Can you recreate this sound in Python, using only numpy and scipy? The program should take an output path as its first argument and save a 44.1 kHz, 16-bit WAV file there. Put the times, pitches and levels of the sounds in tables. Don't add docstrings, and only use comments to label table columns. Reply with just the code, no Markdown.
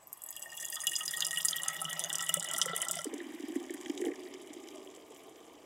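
import sys
import numpy as np
from scipy import signal
from scipy.fft import rfft, irfft
from scipy.io import wavfile
from scipy.ndimage import uniform_filter1d

SR = 44100
rng = np.random.default_rng(int(sys.argv[2]) if len(sys.argv) > 2 else 0)


def wrap_up_sound(samples):
    columns = np.atleast_2d(samples).T
    tamed = np.clip(columns, -1, 1)
    steps = np.round(tamed * 32767).astype(np.int16)
    wavfile.write(sys.argv[1], SR, steps)


N = 249165
FOAM_S = 3.055


def amp(db):
    return 10 ** (np.asarray(db) / 20)


def evened(x):
    return x / np.sqrt(np.mean(x ** 2) + 1e-20)


def read(points, hz):
    f, value = np.transpose(points)
    return np.interp(np.log(hz + 1), np.log(f + 1), value)


def along(rows, column):
    rows = np.array(rows)
    return np.interp(np.arange(N) / SR, rows[:, 0], rows[:, column])


def by_surface(s, is_open, under_foam):
    return np.where(s < FOAM_S, is_open, under_foam)


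def highpass(x, order, hz):
    return signal.sosfilt(signal.butter(order, hz, "high", fs=SR, output="sos"), x)


def mode(f, hz, width_hz):
    return 1j * f * width_hz / (hz ** 2 - f ** 2 + 1j * f * width_hz + 1e-9)


def resonate(x, hz, width_hz):
    turn = np.exp(2j * np.pi * np.cumsum(hz) / SR)
    r = np.exp(-np.pi * width_hz / SR)
    smooth = signal.lfilter([1 - r], [1, -r], x / turn)
    return 2 * (turn * smooth).real


def lay(s, sounds):
    out = np.zeros(N + sounds.shape[1])
    starts = np.clip(np.round(s * SR).astype(int), 0, N - 1)
    np.add.at(out, starts[:, None] + np.arange(sounds.shape[1]), sounds)
    return out[:N]


def shaped(spectrum, patchy_db):
    hz = np.fft.rfftfreq(1024, 1 / SR)
    a, b, patches = rng.standard_normal((N // 256 + 5, 513, 3)).T
    patches = uniform_filter1d(patches, size=10, axis=0)
    patches = evened(uniform_filter1d(patches, size=10, axis=1))
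    cells = (a + 1j * b) * amp(read(spectrum, hz)[:, None] + patchy_db * patches)
    return evened(signal.istft(cells, nperseg=1024, noverlap=768)[1][:N])


# f/Hz, width/Hz, level/dB
FOAM_MODES = [(1800, 365, 19), (2285, 290, 18), (3080, 400, 15.5), (4840, 89, -2), (4900, 150, -15),
              (7670, 1400, 2.5), (10300, 1750, -1), (15300, 1800, -12)]


def foamed(f):
    return sum((-1) ** k * amp(db) * mode(f, hz, w) for k, (hz, w, db) in enumerate(FOAM_MODES))


def gap(f):
    return 1 - mode(f, 4278, 990)


# f/Hz, rise/(Hz per s), width/Hz, level/dB, level drift/(dB per s as the liquid rises)
OPEN_MODES = [(1203, 48.5, 13.4, -19, 11), (1828, 54.5, 38, -5.5, 9), (2828, 48, 28, 4, 6.5),
              (3114, 47, 38, -9.5, 9.5), (3335, 65, 36, 2, 6), (4220, 52, 82, -6.5, 5),
              (4900, 2, 35, -2, 4.5), (6020, 18, 150, -11.5, 6.5), (6667, -64, 107, -1, 3.5),
              (7430, 65, 175, -7, 5.5), (7905, 12, 21, 14.5, -13.5), (8720, 10, 53, -1, 3),
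              (9560, 9, 145, -7.5, 7), (10070, -40, 70, -3.5, 5), (11020, 18, 73, 2.5, 1.5),
              (12320, -7, 660, 1.5, 1.7), (13800, -9, 1190, -1.5, 0), (7900, -13, 1700, -16, 4.5)]
SIZE, STEP_S = 4096, 0.04
WIDENING_PER_S, WIDENING_POWER = 0.34, 1.58
SLOSH_SHARE, SLOSH_DB = 0.005, 3.5


def bottle(s):
    f = np.fft.rfftfreq(SIZE, 1 / SR)
    steps = np.arange(0, FOAM_S, STEP_S)[:, None]
    ringing = 0
    for k, (hz, rise, w, db, drift_db) in enumerate(OPEN_MODES):
        detune, strength = rng.standard_normal((2, len(steps), 1))
        pitch = (hz + rise * steps) * (1 + SLOSH_SHARE * detune)
        width = w * (1 + WIDENING_PER_S * steps * (hz / 2000) ** WIDENING_POWER)
        level_db = db + drift_db * steps + SLOSH_DB * strength
        ringing = ringing + (-1) ** k * amp(level_db) * mode(f, pitch, width)
    states = np.vstack([ringing, foamed(f)]) * gap(f)
    return states[by_surface(s, s // STEP_S, len(steps)).astype(int)]


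LUMPS_DB, LUMPS_ONSET_SHARE = 8.5, 0.052


def bursts(s, hz, t60, spread, snap, swell=0.025):
    t, f = np.arange(SIZE // 4) / SR, np.fft.rfftfreq(SIZE, 1 / SR)
    noise, lumps = rng.standard_normal((2, len(s), len(t)))
    lumps = evened(uniform_filter1d(lumps, size=50, axis=1))
    age = t / t60[:, None]
    lumps_db = LUMPS_DB * lumps * np.minimum(age / LUMPS_ONSET_SHARE, 1)
    puff = noise * amp(lumps_db - 60 * age ** 1.06) * (1 - np.exp(-age / swell))
    puff[:, 0] += snap
    band = mode(f, hz[:, None], spread * hz[:, None]) ** 2
    out = irfft(rfft(puff, SIZE) * band * bottle(s), SIZE)
    out *= np.clip((SIZE - np.arange(SIZE)) / 512, 0, 1)
    return out / abs(out).max(1, keepdims=True)


# t/s, peak level/dB, centre f/Hz
SPLATS = [(0.072, -34, 12100), (0.129, -27, 8800), (0.174, -39, 10800), (0.219, -34.5, 8000),
          (0.2374, -29, 10400), (0.2623, -31, 11900), (0.288, -30.5, 6670), (0.306, -25, 11500),
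          (0.327, -37, 7050), (0.365, -24.5, 8700), (0.395, -31.5, 9400), (0.4202, -27.5, 5800),
          (0.454, -40, 7800), (0.552, -36, 10600), (0.605, -29.5, 7000), (0.624, -32, 11500),
          (0.684, -30, 7150), (0.648, -24, 6250), (0.7006, -25, 10700), (0.7434, -26, 8800),
          (0.7564, -22.5, 7700), (0.804, -24.5, 7300), (0.818, -33, 8700), (0.8694, -14, 7550),
          (0.89, -33, 7400), (0.933, -26.5, 7940), (0.9627, -15, 5750), (1.058, -24, 8690),
          (1.081, -27, 7500), (1.1102, -28, 10050), (1.142, -28, 8050), (1.172, -22.5, 9800),
          (1.2059, -17, 7440), (1.248, -19, 5700), (1.267, -18, 9000), (1.288, -37, 9500),
          (1.373, -23, 9000), (1.619, -32, 9500), (1.3089, -22, 7060), (1.33, -24.5, 7450),
          (1.3604, -30, 8050), (1.383, -20.5, 10300), (1.41, -25, 9100), (1.449, -14, 9500),
          (1.4556, -11, 10200), (1.4842, -17.5, 5470), (1.51, -20.5, 8100), (1.561, -18.5, 9800),
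          (1.6339, -18, 8850), (1.6606, -33, 7800), (1.682, -13, 6870), (1.7454, -27.5, 10300),
          (1.816, -20, 9400), (1.845, -22, 7450), (1.9018, -31, 9900), (1.93, -22, 8200),
          (1.9943, -16.5, 8100), (2.039, -19, 7300), (2.0972, -25.5, 8750), (2.1294, -17.5, 8050),
          (2.1546, -16, 6500), (2.1842, -21, 7060), (2.207, -22, 5700), (2.2253, -20, 8050),
          (2.246, -26, 10100), (2.2648, -26.5, 7050), (2.2923, -15, 8230), (2.341, -10.5, 9700),
          (2.3694, -24.5, 8800), (2.397, -19.5, 8100), (2.427, -20.5, 7900), (2.444, -23, 8550),
          (2.513, -23, 8000), (2.5356, -19.5, 7200), (2.5636, -21.5, 7300), (2.583, -16, 9800),
          (2.6154, -10.5, 5480), (2.6589, -18, 8050), (2.7637, -15.5, 9200), (2.8178, -15.5, 8600),
          (2.8851, -17.5, 7500), (2.9115, -16.5, 8700), (2.9538, -24, 8560), (2.9885, -24, 5340),
          (3.0165, -28.5, 7800), (3.0444, -21, 7000), (3.1395, -29.5, 8100), (3.1807, -36, 7100),
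          (3.4845, -36.5, 10900), (3.5558, -34, 9250), (3.7064, -32.5, 7760), (3.7395, -31.5, 10700),
          (3.812, -33.5, 7350), (3.898, -33, 5500), (3.9765, -31.5, 6500), (4.015, -30.5, 7800),
          (4.0503, -34, 7200), (4.338, -34.5, 5500), (4.533, -36.5, 7240), (4.6872, -34.5, 5430),
          (4.9625, -41, 7140), (5.145, -46, 7600)]


def splats():
    s, db, hz = np.transpose(SPLATS)
    snap = 18 * amp(0.03 * (db + 20.5))
    t60 = np.full(len(s), 0.028)
    return lay(s, amp(db)[:, None] * bursts(s, hz, t60, spread=0.69, snap=snap))


# t/s, peak level/dB, centre f/Hz
POPS = [(0.329, -42, 4800), (0.3672, -38, 2930), (0.42, -49, 4970), (0.577, -40.5, 3360),
        (0.767, -32.5, 3520), (0.8703, -17, 3160), (0.9543, -24, 4850), (0.932, -30.5, 2670),
        (0.96, -49, 3400), (1.0084, -30, 2900), (1.0791, -19.5, 4900), (1.1369, -28.5, 3500),
        (1.2052, -21.5, 4740), (1.222, -18.5, 3740), (1.308, -30, 3440), (1.3594, -34, 3580),
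        (1.3717, -26, 2830), (1.4018, -28, 2880), (1.484, -18.5, 5130), (1.5282, -23.5, 3700),
        (1.562, -34, 2870), (1.582, -28.5, 3300), (1.634, -31.5, 3570), (1.7598, -44, 2980),
        (1.787, -36, 2930), (1.851, -26, 3080), (1.885, -37, 2920), (1.908, -30.5, 2920),
        (2.0383, -29.5, 3700), (2.101, -25, 3830), (2.127, -53, 3020), (2.1438, -31, 2960),
        (2.192, -28.5, 2960), (2.2677, -34, 3020), (2.2924, -22, 3050), (2.3393, -29.5, 2970),
        (2.3714, -32, 2970), (2.4736, -33.5, 2970), (2.5, -30, 3180), (2.5464, -28, 3580),
        (2.614, -26, 3470), (2.6835, -33.5, 2900), (2.7325, -31.5, 3600), (2.764, -35, 3600),
        (2.805, -32, 3000), (2.825, -28, 2960), (2.96, -38, 3600), (2.9887, -34.5, 2980),
        (3.202, -36, 1880), (3.556, -39, 1880), (3.695, -38, 1930), (3.74, -43, 1830), (3.794, -55, 3200),
        (3.8587, -40, 2010), (3.859, -36, 3470), (3.8998, -37, 3070), (3.902, -41, 2200),
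        (3.977, -31.5, 3660), (4.016, -39, 1930), (4.0388, -39.5, 1760), (4.054, -33, 3820),
        (4.065, -40.5, 2080), (4.081, -43, 1900), (4.115, -40, 2100), (4.161, -48, 2280),
        (4.433, -51, 3300), (4.874, -41.5, 3240)]


def pops():
    s, db, hz = np.transpose(POPS)
    t60 = 0.008 * (3000 / hz) ** 1.6 * by_surface(s, 1, 0.76)
    return lay(s, amp(db)[:, None] * bursts(s, hz, t60, spread=0.31, snap=1.8))


# t/s, level/dB
PINGS = [
    [(0.764, -42), (0.8338, -46), (0.8707, -52), (1.0099, -39), (1.2484, -51), (1.2668, -44), (1.3332, -44),
     (1.4484, -40), (1.5162, -46), (1.6599, -40), (1.6754, -40), (1.6968, -36.5), (1.7377, -45),
     (1.7597, -44), (1.8171, -32), (1.8615, -40), (1.8799, -36.5), (1.9697, -43), (2.1099, -64),
     (2.1433, -49), (2.1832, -42), (2.2092, -34.5), (2.2925, -35), (2.3419, -32), (2.4446, -45),
     (2.5429, -36), (2.5848, -31.5), (2.6187, -35), (2.6547, -38), (2.6786, -38), (2.712, -32),
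     (2.7315, -31), (2.7824, -46), (2.8188, -38), (2.8662, -36), (2.8981, -36), (2.9405, -47),
     (2.9904, -35.5)],
    [(0.3502, -52), (0.458, -40), (0.5233, -43), (0.6071, -46), (0.6266, -39.5), (0.7269, -38),
     (0.7658, -40), (0.8351, -36), (0.901, -60), (0.9169, -34), (0.9967, -36), (1.1349, -30.5),
     (1.1718, -40), (1.2212, -39), (1.308, -35), (1.3295, -31.5), (1.3644, -44), (1.3749, -31.5),
     (1.4108, -52), (1.4482, -35.5), (1.5196, -43), (1.5425, -37), (1.5605, -35.5), (1.5969, -35),
     (1.6602, -36.5), (1.7001, -37), (1.751, -34), (1.8169, -48), (1.8802, -43), (1.9042, -36),
     (1.9276, -34), (1.9695, -40.5), (2.0987, -56), (2.1401, -43), (2.1681, -39), (2.1925, -38),
     (2.2279, -36.5), (2.2699, -39), (2.2988, -32.5), (2.3412, -34), (2.406, -50), (2.4295, -42),
     (2.4474, -33), (2.5198, -35), (2.5422, -32), (2.5647, -33), (2.5871, -46), (2.6151, -32),
     (2.6525, -35), (2.6829, -32), (2.7109, -42), (2.7518, -35), (2.7647, -33), (2.7967, -49),
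     (2.8091, -39), (2.8316, -30), (2.9887, -36), (3.0167, -38)],
    [(0.365, -49), (0.4268, -47), (0.4952, -46), (0.5406, -44), (0.574, -41), (0.6408, -40), (0.7256, -42),
     (0.8708, -25), (0.9342, -36), (1.0065, -30), (1.1332, -49), (1.2215, -39), (1.256, -36), (1.3304, -40),
     (1.3732, -37), (1.4026, -31.5)],
    [(0.3271, -51), (0.3665, -43), (0.4203, -50), (0.5755, -42), (0.6408, -42), (0.7017, -53),
     (0.7256, -42), (0.7561, -40), (0.8703, -26), (0.9531, -42), (1.008, -39), (1.0788, -48),
     (1.1372, -35.5)],
    [(0.3283, -49), (0.4196, -54), (0.4949, -63), (0.5752, -53), (0.7548, -47), (0.8167, -40), (0.871, -39),
     (0.9543, -27), (1.0796, -28), (1.1723, -38), (1.2048, -32), (1.2477, -41), (1.307, -51), (1.3649, -47),
     (1.4442, -49), (1.4836, -27)],
]
# f/Hz in the empty bottle, rise/(Hz per s), t60/s, change of t60/(s per s)
WAVES = [(1211, 48.8, 0.12, -0.015), (1811, 56.8, 0.15, -0.039), (2800, 57, 0.085, -0.02),
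         (3326, 55, 0.065, -0.017), (4894, 39, 0.074, -0.025)]


def pings():
    t, out = np.arange(8192) / SR, 0
    for rows, (hz, rise, t60, change) in zip(PINGS, WAVES):
        s, db = (c[:, None] for c in np.transpose(rows))
        detune, phase = rng.random((2, len(s), 1))
        pitch = (hz + rise * s) * (1 + 0.0025 * (2 * detune - 1))
        shape = (1 - np.exp(-t / 0.00094)) * amp(-60 * t / (t60 + change * s))
        out = out + lay(s[:, 0], amp(db) * shape * np.sin(2 * np.pi * (pitch * t + phase)))
    return out


# t/s, fine spray level/dB, small pops level/dB
PATTER = [(0.0, -75, -85), (0.3, -60.5, -63.5), (0.9, -45.5, -53), (1.8, -52, -48.5), (2.95, -47, -48.5),
          (3.12, -58.5, -56), (4.1, -53.5, -59), (4.2, -57.5, -56.5), (5.0, -60.5, -63), (5.65, -65, -66)]
FOAM_LOW_HZ, FOAM_LOW_RISE = 1540, 260


def patter(column, low_hz, high_hz, count, uneven_db, foam_uneven_db, spread, t60):
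    when, pitch, size = rng.random((3, count))
    s = when * N / SR
    foam_low_hz = np.maximum(low_hz, FOAM_LOW_HZ + FOAM_LOW_RISE * (s - FOAM_S))
    low_hz = by_surface(s, low_hz, foam_low_hz)
    hz = low_hz * (high_hz / low_hz) ** pitch
    size_db = by_surface(s, uneven_db, foam_uneven_db) * (np.minimum(-np.log(size + 1e-9), 3) - 1.5)
    t60 = t60 * by_surface(s, 1, 0.6)
    grains = amp(size_db)[:, None] * bursts(s, hz, t60, spread, snap=0.24, swell=0.13)
    return amp(along(PATTER, column)) * evened(lay(s, grains))


def fine_spray():
    return patter(1, 4940, 10900, count=2200, uneven_db=10.5, foam_uneven_db=6.5, spread=0.72, t60=0.02)


def small_pops():
    return patter(2, 1140, 4980, count=1400, uneven_db=4.0, foam_uneven_db=2.5, spread=0.37, t60=0.036)


# f/Hz, relative level/dB per Hz
MIST = [(4300, -33), (5000, -3), (6000, -8), (8000, 1), (11000, 0.5), (13000, 6), (16000, -2.5)]
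# t/s, level/dB before the flicker
MIST_LEVEL = [(0.1, -72), (0.4, -67), (0.62, -60), (0.9, -56.5), (1.6, -54.5), (2.2, -64.5), (3.03, -72),
              (3.08, -78)]


def mist():
    flicker = uniform_filter1d(rng.standard_normal(N), size=300)
    flicker = evened(uniform_filter1d(flicker, size=300))
    return amp(along(MIST_LEVEL, 1) + 5.0 * flicker) * shaped([(100, -90)] + MIST, patchy_db=2.5)


# t/s, peak level/dB before the bass cuts, f/Hz
GLUGS = [(1.816, -40, 753), (2.291, -41.5, 633), (2.369, -34.5, 550), (2.443, -50, 734), (2.474, -49, 690),
         (2.508, -54, 590), (2.541, -40.5, 650), (2.562, -45, 804), (2.66, -34, 496), (2.662, -53, 826),
         (2.693, -40, 520), (2.731, -36, 433), (2.732, -40, 690), (2.826, -43.5, 615), (2.865, -46, 780),
         (2.896, -42, 603), (2.966, -39, 670), (2.989, -41.5, 580), (3.054, -34, 420), (3.065, -28.5, 296),
         (3.13, -32.5, 418), (3.135, -31, 285), (3.152, -44, 290), (3.183, -38, 340), (3.206, -37.5, 335),
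         (3.261, -36, 283), (3.288, -38, 304), (3.302, -40, 334), (3.336, -36, 296), (3.349, -39.5, 298),
         (3.398, -35, 307), (3.433, -29, 286), (3.481, -32, 308), (3.497, -32.5, 304), (3.558, -23, 296),
         (3.6, -37, 334), (3.646, -44, 327), (3.702, -30, 337), (3.74, -32, 302), (3.8, -39.5, 323),
         (3.861, -34, 300), (3.895, -25, 298), (3.94, -36, 317), (3.972, -34.5, 322), (3.955, -41, 333),
         (4.0, -32, 375), (4.017, -26.5, 360), (4.041, -36, 440), (4.065, -27, 326), (4.068, -30, 437),
         (4.08, -28.5, 318), (4.098, -49, 340), (4.1, -40, 480), (4.116, -37, 406), (4.189, -38.5, 338),
         (4.255, -45, 340), (4.343, -38, 360), (4.464, -44, 324), (4.5, -39.5, 289), (4.629, -41.5, 317),
         (4.562, -38, 340), (4.67, -39, 340), (4.755, -46.5, 626), (4.859, -44, 386), (4.971, -46.5, 452),
         (5.105, -44.5, 450)]
GLUG_RISE_PER_S = 4.0
GLUG_SETTLE, GLUG_SETTLE_S = 0.04, 0.006


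def glugs():
    s, db, hz = (c[:, None] for c in np.transpose(GLUGS))
    t = np.arange(4096) / SR
    bend = by_surface(s, 1 + GLUG_RISE_PER_S * t, 1 + GLUG_SETTLE * np.exp(-t / GLUG_SETTLE_S))
    shape = (1 - np.exp(-t / 0.0018)) ** 2 * amp(-60 * (t / 0.038) ** 1.25)
    tone = np.sin(2 * np.pi * np.cumsum(hz * bend, 1) / SR)
    return lay(s[:, 0], amp(db) * shape / shape.max() * tone)


def hollow(rows, modes, knocks_per_s, uneven_db):
    t = np.arange(N) / SR
    start, end = rows[0][0], rows[-1][0]
    strength = amp(uneven_db * np.minimum(rng.exponential(1, N), 4))
    knocks = strength * (rng.random(N) < knocks_per_s / SR) * rng.choice([-1., 1.], N)
    ring = 0
    for hz, rise, width_hz, db in modes:
        pitch = hz + rise * (t - start)
        once = resonate(knocks, pitch, width_hz)
        ring = ring + amp(db) * evened(resonate(once, pitch, 0.7 * width_hz))
    gate = np.clip((t - start) / 0.047, 0, 1) * np.clip((end + 0.011 - t) / 0.0095, 0, 1)
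    return amp(along(rows, 1)) * gate * evened(ring)


# t/s, level/dB before the gate and bass cuts
CHURN = [(3.06, -44), (3.3, -50), (3.6, -42.5), (3.85, -49), (4.08, -35), (4.16, -45), (4.45, -53),
         (4.72, -49), (5.0, -58.5), (5.65, -58.5)]
# f/Hz at the start, rise/(Hz per s), first-pass width/Hz, relative level/dB
CHURN_MODES = [(287, 4.6, 76, -0.5), (327.6, 26.9, 55, -0.5), (442, 53, 250, -17), (747, 6.8, 106, -15)]


def churn():
    return hollow(CHURN, CHURN_MODES, 400, uneven_db=2.5)


# t/s, level/dB before the gate
SEETHE = [(3.8, -57), (5.65, -56.5)]
# f/Hz at the start, rise/(Hz per s), first-pass width/Hz, relative level/dB
SEETHE_MODES = [(304, 30, 216, 3), (357, 51.5, 69, 0), (608, 29, 100, -4)]


def seethe():
    return hollow(SEETHE, SEETHE_MODES, 900, uneven_db=-1.5)


# t/s, level/dB before the gate
AIR_NOTE = [(0.3, -76), (1.2, -64.5), (1.3, -61.5), (1.7, -63.5), (1.81, -52.5), (2.28, -62), (2.36, -47),
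            (2.48, -62.5), (2.71, -48), (2.82, -71), (2.95, -48), (3.05, -61)]


def air_note():
    return hollow(AIR_NOTE, [(156, 3.5, 26, 0)], 380, uneven_db=-1.0)


# f/Hz, relative level/dB per Hz
RUSH = [(140, -10), (240, -9.5), (368, -1), (458, -11.5), (614, 5.5), (706, 0), (802, 3.5), (892, -1.5),
        (1220, 1), (1340, -61), (2600, -120)]
# t/s, level/dB before the bass cut
RUSH_LEVEL = [(0.0, -66), (1.8, -54.5), (2.9, -53), (3.2, -61), (5.65, -63.5)]


def rush():
    return amp(along(RUSH_LEVEL, 1)) * shaped(RUSH, patchy_db=3.0)


FIZZ_DB, FIZZ_FADE_DB_PER_S = -58, -7.5
FIZZ_THIN_S, FIZZ_THIN_HZ = 2.8, 2120


def fizz():
    f, age = np.fft.rfftfreq(N, 1 / SR), np.arange(N) / SR - FOAM_S
    hiss = evened(irfft(rfft(rng.standard_normal(N)) * foamed(f) * gap(f), N))
    lows = irfft(rfft(hiss) / (1 + (f / FIZZ_THIN_HZ) ** 10), N)
    hiss = hiss - np.clip(age / FIZZ_THIN_S, 0, 1) * lows
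    return amp(FIZZ_DB + FIZZ_FADE_DB_PER_S * age) * np.clip(age / 0.11, 0, 1) * hiss


def walls(x, t60, gap_s):
    t = np.arange(SR // 4) / SR
    hits = rng.choice([-1., 1.], len(t)) * (rng.random(len(t)) < 3000 / SR)
    taps = hits * amp(-60 * t / t60) * (t > gap_s)
    return signal.oaconvolve(x, taps / np.linalg.norm(taps))[:N]


# f/Hz, relative level/dB per Hz
ROOM = [(15, -57), (25, -24.5), (108, -13.5), (422, -13.5), (568, -16.5), (634, -7.5), (1220, -10.5),
        (1300, -17), (1620, -18), (2100, -17), (2900, -22), (4020, -25.5), (4360, -27), (4730, -24.5),
        (7510, -19.5), (14400, -40), (16500, -50)]
# f/Hz, relative level/dB per Hz
HISS = [(5000, -42), (9000, -2), (12000, -2), (15000, -12), (16500, -12)]


def kitchen():
    return shaped(ROOM, patchy_db=1.3) + amp(-17) * shaped(HISS, patchy_db=1.2)


def ports(near, other, share, apart_db):
    side = irfft(share * rfft(near) + amp(apart_db) * rfft(other), N)
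    return np.array([near + side, near - side])


# f/Hz, share in step, share a quarter turn ahead,
# unrelated level/dB
WATER_PORTS = [(100, -.06, 0, -30), (250, -.11, 0, -30), (480, -.11, 0, -26), (650, .03, 0, -17),
               (950, .06, 0, -16), (1250, 0, 0, -19), (1600, 0, 0, -33), (3500, 0, 0, -30),
               (4300, -.06, 0, -21), (5300, -.12, -.07, -21), (6000, -.05, .1, -19), (7000, -.08, 0, -17),
               (7600, .03, .12, -16), (8300, -.04, -.06, -17), (10400, -.06, .2, -18),
               (11000, .1, .05, -20), (12000, 0, 0, -23), (16000, 0, 0, -23)]
# f/Hz, share in step, unrelated level/dB
ROOM_PORTS = [(30, -.04, -6), (80, -.04, -9), (150, 0, -15), (450, 0, -14), (600, .25, -15), (950, .3, -17),
              (1250, -.3, -13), (1600, 0, -24), (3000, 0, -34), (4500, 0, -18), (11000, 0, -18),
              (16000, 0, -24)]


def scene():
    water = splats() + pops() + pings() + fine_spray() + small_pops() + mist()
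    water += highpass(glugs() + churn(), 6, 235)
    water += seethe() + air_note() + rush() + fizz()
    water = highpass(water, 4, 110)
    water += amp(-16.5) * walls(water, t60=0.22, gap_s=0.0012)
    hz = np.fft.rfftfreq(N, 1 / SR)
    step, turn, apart_db = (read(np.array(WATER_PORTS)[:, [0, k]], hz) for k in range(1, 4))
    mix = ports(water, walls(water, t60=0.012, gap_s=0), step + 1j * turn, apart_db)
    step, apart_db = (read(np.array(ROOM_PORTS)[:, [0, k]], hz) for k in range(1, 3))
    return mix + amp(-64.5) * ports(kitchen(), kitchen(), step, apart_db)


def record(dry):
    lowpass = signal.firwin(511, 15950, window=("kaiser", 9), fs=SR)
    return signal.oaconvolve(dry, lowpass[None], "same")


dry = scene()
out = record(dry)
wrap_up_sound(out)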